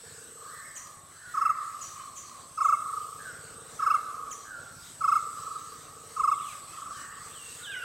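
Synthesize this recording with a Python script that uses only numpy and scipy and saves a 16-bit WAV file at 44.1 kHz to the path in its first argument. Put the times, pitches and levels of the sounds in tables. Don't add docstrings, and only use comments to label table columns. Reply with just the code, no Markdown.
import sys
import numpy as np
from scipy import signal
from scipy.fft import rfft, irfft, next_fast_len
from scipy.io import wavfile
from scipy.ndimage import uniform_filter1d, map_coordinates

SR = 44100
rng = np.random.default_rng(int(sys.argv[2]) if len(sys.argv) > 2 else 0)


def store_pcm(level_fs):
    pcm = np.round(np.clip(level_fs, -1, 1) * 32767).astype(np.int16)
    wavfile.write(sys.argv[1], SR, np.atleast_2d(pcm).T)


N = 345744

# time_s, pitch_hz, level_db
HOOKED_NOTE = [(-.008, 1276, -14), (-.003, 1286, -9.5), (.002, 1331, -1), (.0065, 1255, -3),
               (0.0104, 1175, 0.24), (.017, 1105, -8), (.024, 1096, -9), (0.03, 1170, -19)]


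def amp(db):
    return 10 ** (np.asarray(db) / 20)


def unit(x):
    return x / np.sqrt(np.mean(x ** 2) + 1e-20)


def along(points, hz):
    f, v = np.transpose(points)
    return np.interp(np.log(hz + 1), np.log(f + 1), v)


def curves(rows, start=0, size=N):
    s, *cols = np.transpose(rows)
    t = start + np.arange(size) / SR
    return [np.interp(t, s, c) for c in cols]


def wobble(rate, size=N):
    knots = rng.standard_normal(int(size * rate / SR) + 4)
    return map_coordinates(knots, [np.arange(size) * rate / SR])


def filtered(x, response):
    m = next_fast_len(N + SR // 2)
    return irfft(rfft(x, m) * response(np.fft.rfftfreq(m, 1 / SR)), m)[..., :N]


def peak(f, hz, width):
    return 1j * f * width / (hz * hz - f * f + 1j * f * width)


def pair(a, b, alike):
    turn = np.arccos(np.clip(alike, -1, 1)) / 2
    middle, side = np.cos(turn) * a, np.sin(turn) * b
    return np.array([middle + side, middle - side])


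def beats(rate, scatter_db):
    at = np.flatnonzero(np.diff(np.floor(np.cumsum(rate) / SR)))
    clicks = np.zeros(N)
    clicks[at] = amp(scatter_db * wobble(30)[at])
    return clicks


def bouts(rows, fade):
    t = np.arange(N) / SR
    gain = 0
    for s, length, db in rows:
        to_edge = np.minimum(t - s, s + length - t)
        gain = gain + amp(db) * np.clip(to_edge / fade + .5, 0, 1)
    return gain


def dove():
    # start_s, length_s, level_db
    purrs = [(-.1, 0.68, -60), (2.9, 1.55, -60), (5.2, 1.14, -61), (7.1, 1, -63)]
    puffs = beats(28.0 * (1 + .03 * wobble(7.3)), scatter_db=2.0)
    purr = filtered(puffs, lambda f: peak(f, 456.0, 69.5) ** 2)
    return bouts(purrs, fade=0.11) * amp(0.85 * wobble(3.97)) * unit(purr)


def hiss(spectrum, patchy_db):
    # freq_hz, likeness
    air_likeness = [(60, 0.97), (150, 0.95), (380, 0.58), (950, 0.57), (2380, 0.76), (5980, 1), (15000, 1)]
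    z = signal.stft(rng.standard_normal((2, N)), nperseg=512)[2]
    patches = uniform_filter1d(rng.standard_normal(z.shape[1:]), size=6, axis=0)
    patches = uniform_filter1d(patches, size=14, axis=1)
    hz = np.fft.rfftfreq(512, 1 / SR)[:, None]
    patchy = pair(*z, along(air_likeness, hz)) * amp(patchy_db * unit(patches))
    stereo = signal.istft(patchy, nperseg=512)[1][:, :N]
    return unit(filtered(stereo, lambda f: amp(along(spectrum, f))))


def air():
    # freq_hz, relative_db
    murmur_spectrum = [(15, -59), (25, -9), (157, -7), (201, -6), (261, -4.5), (462, -7), (539, -3.5),
                       (1000, -9), (1300, -63), (2200, -120)]
    # freq_hz, relative_db
    leaf_spectrum = [(700, -43), (1100, 3.5), (1700, -1.5), (2400, -7.5), (4200, -4), (5000, -5.5),
                     (7200, -2), (9200, -5.5), (10000, -11.5), (12700, -13), (13600, -21.5), (15800, -17)]
    # time_s, murmur_db, leaves_db
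    breeze = [(0, -61, -55), (1.0, -60.5, -56), (1.6, -60.5, -53), (4, -56.5, -53.5), (5.2, -57.5, -52),
              (6.4, -58, -52), (7.84, -59.5, -50.5)]
    murmur_db, leaves_db = curves(breeze)
    murmur = amp(murmur_db) * hiss(murmur_spectrum, patchy_db=2.0)
    leaves = amp(leaves_db + 1.64 * wobble(8)) * hiss(leaf_spectrum, patchy_db=2.5)
    return murmur + leaves


def engine():
    # time_s, level_db
    thump_level = [(0.0, -66), (0.13, -56), (0.24, -65.5), (3.25, -63), (3.41, -57), (4.5, -68),
                   (4.56, -60.5), (7.73, -63.5), (7.84, -65)]
    # freq_hz, width_hz, gain_db
    exhaust = [(93, 37, -2.5), (150.4, 30, -1.5)]

    def pipe(f):
        return sum((-1) ** k * amp(g) * peak(f, hz, w) ** 2 for k, (hz, w, g) in enumerate(exhaust))

    db, = curves(thump_level)
    firings = beats(17.5 * (1 + 0.0292 * wobble(2.8)), scatter_db=2.5)
    return amp(db) * unit(filtered(firings, pipe))


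def choir(hz, width, rate, depth):
    buzz_phase = 2 * np.pi * np.cumsum(rate * (1 + .006 * wobble(3))) / SR
    buzz = np.exp(2 * depth * np.cos(buzz_phase))
    slow = filtered(rng.standard_normal((4, N)), lambda f: 1 / (1 + (2 * f / width) ** 2))
    turn = 2 * np.pi * np.cumsum(hz * (1 + .003 * wobble(1.2))) / SR
    band = slow[:2] * np.cos(turn) + slow[2:] * np.sin(turn)
    return amp(.8 * wobble(6)) * unit(pair(*band, .992) * buzz)


def cicadas():
    # time_s, low_choir_db, high_choir_db
    swells = [(0.0, -57.5, -59.5), (0.7, -51, -51), (0.89, -60, -55), (1.22, -55, -59), (2.27, -56.5, -58),
              (2.9, -52.5, -51.5), (3.45, -53.5, -55.5), (4.13, -58.5, -56), (4.76, -54.5, -56),
              (5.28, -50, -52), (5.76, -57, -55), (6.38, -53.5, -53), (7.03, -51.5, -59.5),
              (7.38, -53.5, -50.5), (7.84, -56, -55)]
    # centre_hz, width_hz, pulses_per_s, pulse_depth, db_over_swell
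    bands = [(7930, 460, 45, 0, 0), (8344, 160, 160, 0.2, -2), (8630, 310, 78, 0.43, -7),
             (11930, 470, 70, 0.3, -15)]
    low_db, high_db = curves(swells)
    drone = 0
    for k, (*voice, db) in enumerate(bands):
        swell_db = high_db if k else low_db
        drone = drone + amp(swell_db + db + 1.8 * wobble(2.2)) * choir(*voice)
    return drone


def crickets():
    # centre_hz, width_hz, pulses_per_s, pulse_depth, level_db, first_bout_s, period_s, bout_s
    singers = [(10730, 370, 55, 0.24, -67.5, -0.51, 1.35, 0.66),
               (11230, 140, 70, .1, -68, 0.15, 1.24, 0.48)]
    song = 0
    for *voice, db, first, period, bout in singers:
        rows = [(s, bout, db) for s in np.arange(first, N / SR, period)]
        song = song + bouts(rows, fade=.12) * choir(*voice)
    return song


def add_call(out, s, call, echo_db, pan_db=0):
    # freq_hz, t60_s
    forest_decay = [(500, 1.7), (1200, 1.21), (3000, .7), (7000, 0.56), (14000, 0.37)]
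    # freq_hz, likeness
    echo_likeness = [(500, 0.46), (1200, 0.92), (3000, 0.88), (6000, 1)]
    hz, t, z = signal.stft(rng.standard_normal((2, SR)), SR, nperseg=256)
    z = pair(*z, along(echo_likeness, hz)[:, None]) * amp(-60 * t / along(forest_decay, hz)[:, None])
    z /= np.sqrt(np.sum(abs(z[0]) ** 2, axis=1, keepdims=True))
    tail = signal.istft(z, SR, nperseg=256)[1]
    path = amp(echo_db) * tail / np.linalg.norm(tail[0])
    path[:, 0] = 1
    pan = amp([[pan_db / 2], [-pan_db / 2]])
    heard = signal.fftconvolve(call[None], path, axes=1) * pan
    spot = out[:, round(s * SR):][:, :heard.shape[1]]
    spot += heard[:, :spot.shape[1]]


def sung(hz, db):
    return amp(db) * np.sin(2 * np.pi * np.cumsum(hz) / SR)


def whistle(length, hz0, hz1, bend, warble_hz):
    u = np.arange(round(length * SR)) / (length * SR)
    glide = hz0 + (hz1 - hz0) * np.expm1(-bend * u) / np.expm1(-bend)
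    warble = warble_hz * wobble(120, size=len(u))
    return np.sin(np.pi * u) ** .45 * sung(glide + warble, 0)


def gliding_whistles(out):
    # start_s, length_s, from_hz, to_hz, bend, warble_hz, level_db
    glides = [(.04, .27, 1850, 1480, 1.02, 75, -58), (.753, .008, 5400, 8600, .3, 30, -46),
              (1.228, .097, 1500, 1440, 1.8, 17, -45.5), (1.97, .065, 2900, 3050, 2.5, 20, -59),
              (3.30, .07, 2150, 1950, 1.1, 60, -62), (6.30, .05, 4000, 3300, 1.1, 90, -55),
              (6.37, .06, 3100, 2500, 1.1, 180, -54), (6.41, .135, 3950, 2050, 1.3, 60, -52.5),
              (6.67, .09, 2430, 2720, .5, 15, -60), (6.915, .12, 3450, 2830, 1.8, 15, -57),
              (7.60, .08, 1330, 1620, -1.5, 60, -49), (7.655, .05, 3250, 3820, 1.5, 50, -53),
              (7.665, .21, 1660, 1370, .4, 35, -36.5), (7.70, .09, 2850, 1750, .6, 130, -47)]
    for s, *glide, db in glides:
        add_call(out, s, amp(db) * whistle(*glide), echo_db=0, pan_db=-2.2)


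def template(rows):
    size = round((rows[-1][0] - rows[0][0]) * SR)
    hz, db = (uniform_filter1d(c, size=90) for c in curves(rows, rows[0][0], size))
    return hz, db + 20 * np.log10(signal.windows.tukey(size, .3) + 1e-4)


def trill(times, pitch, db, swell_db, partials=()):
    pivot_hz = 1340
    hz, shape_db = template(HOOKED_NOTE)
    row = np.zeros(round(times[-1] * SR) + 2 * len(hz))
    for k, at in enumerate(times):
        level = db - swell_db * .44 ** k - .75 * k + rng.normal(0, 0.38)
        slide = pivot_hz + (1.04 - .075 * k) * (hz - pivot_hz)
        note = sung(slide * pitch * rng.normal(1, 0.0065), shape_db)
        row[round(at * SR):][:len(hz)] += amp(level) * note
        for start, length, hz0, hz1, part_db in partials:
            tone = whistle(length, hz0, hz1, bend=.5, warble_hz=35 + hz0 / 170)
            part_gain = amp(level + part_db + rng.normal(0, 3))
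            row[round((at + start - HOOKED_NOTE[0][0]) * SR):][:len(tone)] += part_gain * tone
    return row


def far_barbets(out):
    # start_s, note_gap_s, pitch_factor, level_db (before the swell)
    far_trills = [(.372, 0.04, 0.97, -39), (.76, .034, .93, -43), (1.539, 0.035, 0.96, -28),
                  (1.92, .038, .95, -35), (2.25, 0.032, 0.91, -42), (2.81, 0.04, .98, -26),
                  (3.46, 0.033, .99, -49), (4.099, 0.043, 0.97, -30.5), (4.6, .039, .99, -72),
                  (5.38, 0.044, 0.98, -28.5), (5.83, 0.04, .99, -46), (6.733, 0.043, 0.99, -29.5),
                  (7.079, 0.042, 0.98, -41.5)]
    for s, gap, pitch, db in far_trills:
        echo_db = -1 + 0.2741 * (-28.5 - db)
        call = trill(gap * np.arange(5), pitch, db, swell_db=8.5)
        add_call(out, s + HOOKED_NOTE[0][0], call, echo_db, pan_db=-1.4)


def rising_babble(out):
    # start_s, length_s, level_db
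    climbs = [(0.416, 0.32, -54.5), (1.08, 0.52, -56.5), (6.861, 0.3, -53.5)]
    for s, length, db in climbs:
        climb = whistle(length, 1360, 1940, bend=1.2, warble_hz=175)
        add_call(out, s, amp(db) * climb, echo_db=8, pan_db=-2.2)


def chips(out):
    # time_s, pitch_hz, level_db
    chip_shape = [(0, 5715, 11), (.005, 6810, -4), (.010, 7644, 5), (.016, 6890, 0.5), (.026, 6146, 1.5),
                  (.040, 5950, -21.5), (.052, 6200, -30)]
    # offset_hz, gain_db
    chip_lines = [(-3950, -15), (10, 0.5), (3950, -16.5), (7900, -22)]
    # start_s, pitch_factor, level_db (before the shape's), echo_db
    chip_calls = [(0.756, 0.95, -41, 1), (1.805, 0.94, -49, 12), (2.152, 0.96, -51, 12),
                  (2.621, .99, -51, 8), (4.306, 0.95, -40, -0.5)]
    hz, shape_db = template(chip_shape)
    for s, pitch, db, echo_db in chip_calls:
        call = sum(sung(pitch * hz + shift, db + shape_db + line_db) for shift, line_db in chip_lines)
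        add_call(out, s, call, echo_db)


def ticks(out):
    # start_s, level_db (before smoothing)
    cracks = [(0.8713, -28), (2.296, -25), (6.601, -31), (7.3703, -43)]
    t = np.arange(SR // 100) / SR
    for s, db in cracks:
        crack = amp(db - 60 * t / 0.0033) * np.diff(rng.standard_normal(len(t) + 1))
        crack = uniform_filter1d(uniform_filter1d(crack, size=3), size=3)
        add_call(out, s, crack, echo_db=-10)


def near_barbet(out):
    # start_s, rush_s (gained per note squared), pitch_factor, level_db (before the swell)
    near_trills = [(1.3443, .0001, .995, -12.3), (2.579, .0007, .995, -11), (3.796, .0006, 1.0, -11.5),
                   (5.0123, .0009, 1.01, -11.5), (6.1678, .0003, .972, -12.7)]
    # start_s, length_s, from_hz, to_hz, db_over_note
    hoarse_partials = [(.001, 0.017, 689, 610, -39.5), (-.004, 0.026, 1794, 1530, -40),
                       (-.004, 0.021, 2543, 2763, -32), (.010, 0.0248, 2303, 2072, -32.5),
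                       (-.004, 0.021, 5394, 5020, -33.5), (-.003, 0.01865, 6400, 6680, -36.5),
                       (-.003, 0.017, 9330, 8820, -39), (-.003, 0.023, 10450, 10400, -43),
                       (-.003, .022, 13050, 12900, -43), (-.003, .024, 14350, 14400, -45),
                       (-.003, .022, 15700, 15600, -49)]
    later = np.arange(4)
    for s, rush, pitch, db in near_trills:
        times = [0, *(.030 + .0408 * later - rush * later ** 2)]
        call = trill(times, pitch, db, swell_db=13.5, partials=hoarse_partials)
        add_call(out, s + HOOKED_NOTE[0][0], call, echo_db=-9, pan_db=-1.05)


def two_part_calls(out):
    # start_s, pitch_factor, level_db (of the fall)
    coos = [(3.185, 1.01, -41.5), (3.799, 1.0, -42), (4.444, .98, -41)]
    for s, pitch, db in coos:
        buzz = whistle(.1, *np.multiply(pitch, (1625, 1560)), bend=-1.5, warble_hz=12)
        pulses = np.exp(1.5 * np.cos(2 * np.pi * 105 * np.arange(len(buzz)) / SR))
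        add_call(out, s, amp(db - 11) * (buzz * pulses), echo_db=1, pan_db=-2.2)
        fall = whistle(.125, *np.multiply(pitch, (1600, 1350)), bend=.6, warble_hz=20)
        add_call(out, s + .045, amp(db) * fall, echo_db=-1, pan_db=-2.2)


def hooked_cries(out):
    # start_s, length_s, level_db (at the start)
    cries = [(7.322, .22, -49.5), (7.63, .08, -40), (7.70, .15, -42)]
    slide_s = .036
    for s, length, db in cries:
        cry = 0
        for k, gain_db in ((1, 0), (2, -17)):
            cry = cry + amp(gain_db) * whistle(length, k * 4000, k * 2720, length / slide_s, warble_hz=45)
        fading = amp(db - np.linspace(0, 6, len(cry)))
        add_call(out, s, fading * cry, echo_db=-.6, pan_db=-2.2)


def scene():
    background = dove() * amp([[-1.5], [1.5]]) + air() + engine() + cicadas() + crickets()
    birds = np.zeros((2, N))
    gliding_whistles(birds)
    far_barbets(birds)
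    rising_babble(birds)
    chips(birds)
    ticks(birds)
    near_barbet(birds)
    two_part_calls(birds)
    hooked_cries(birds)
    return birds + background


def record(dry):
    return filtered(dry, lambda hz: hz < 15850)


dry = scene()
out = record(dry)
store_pcm(out)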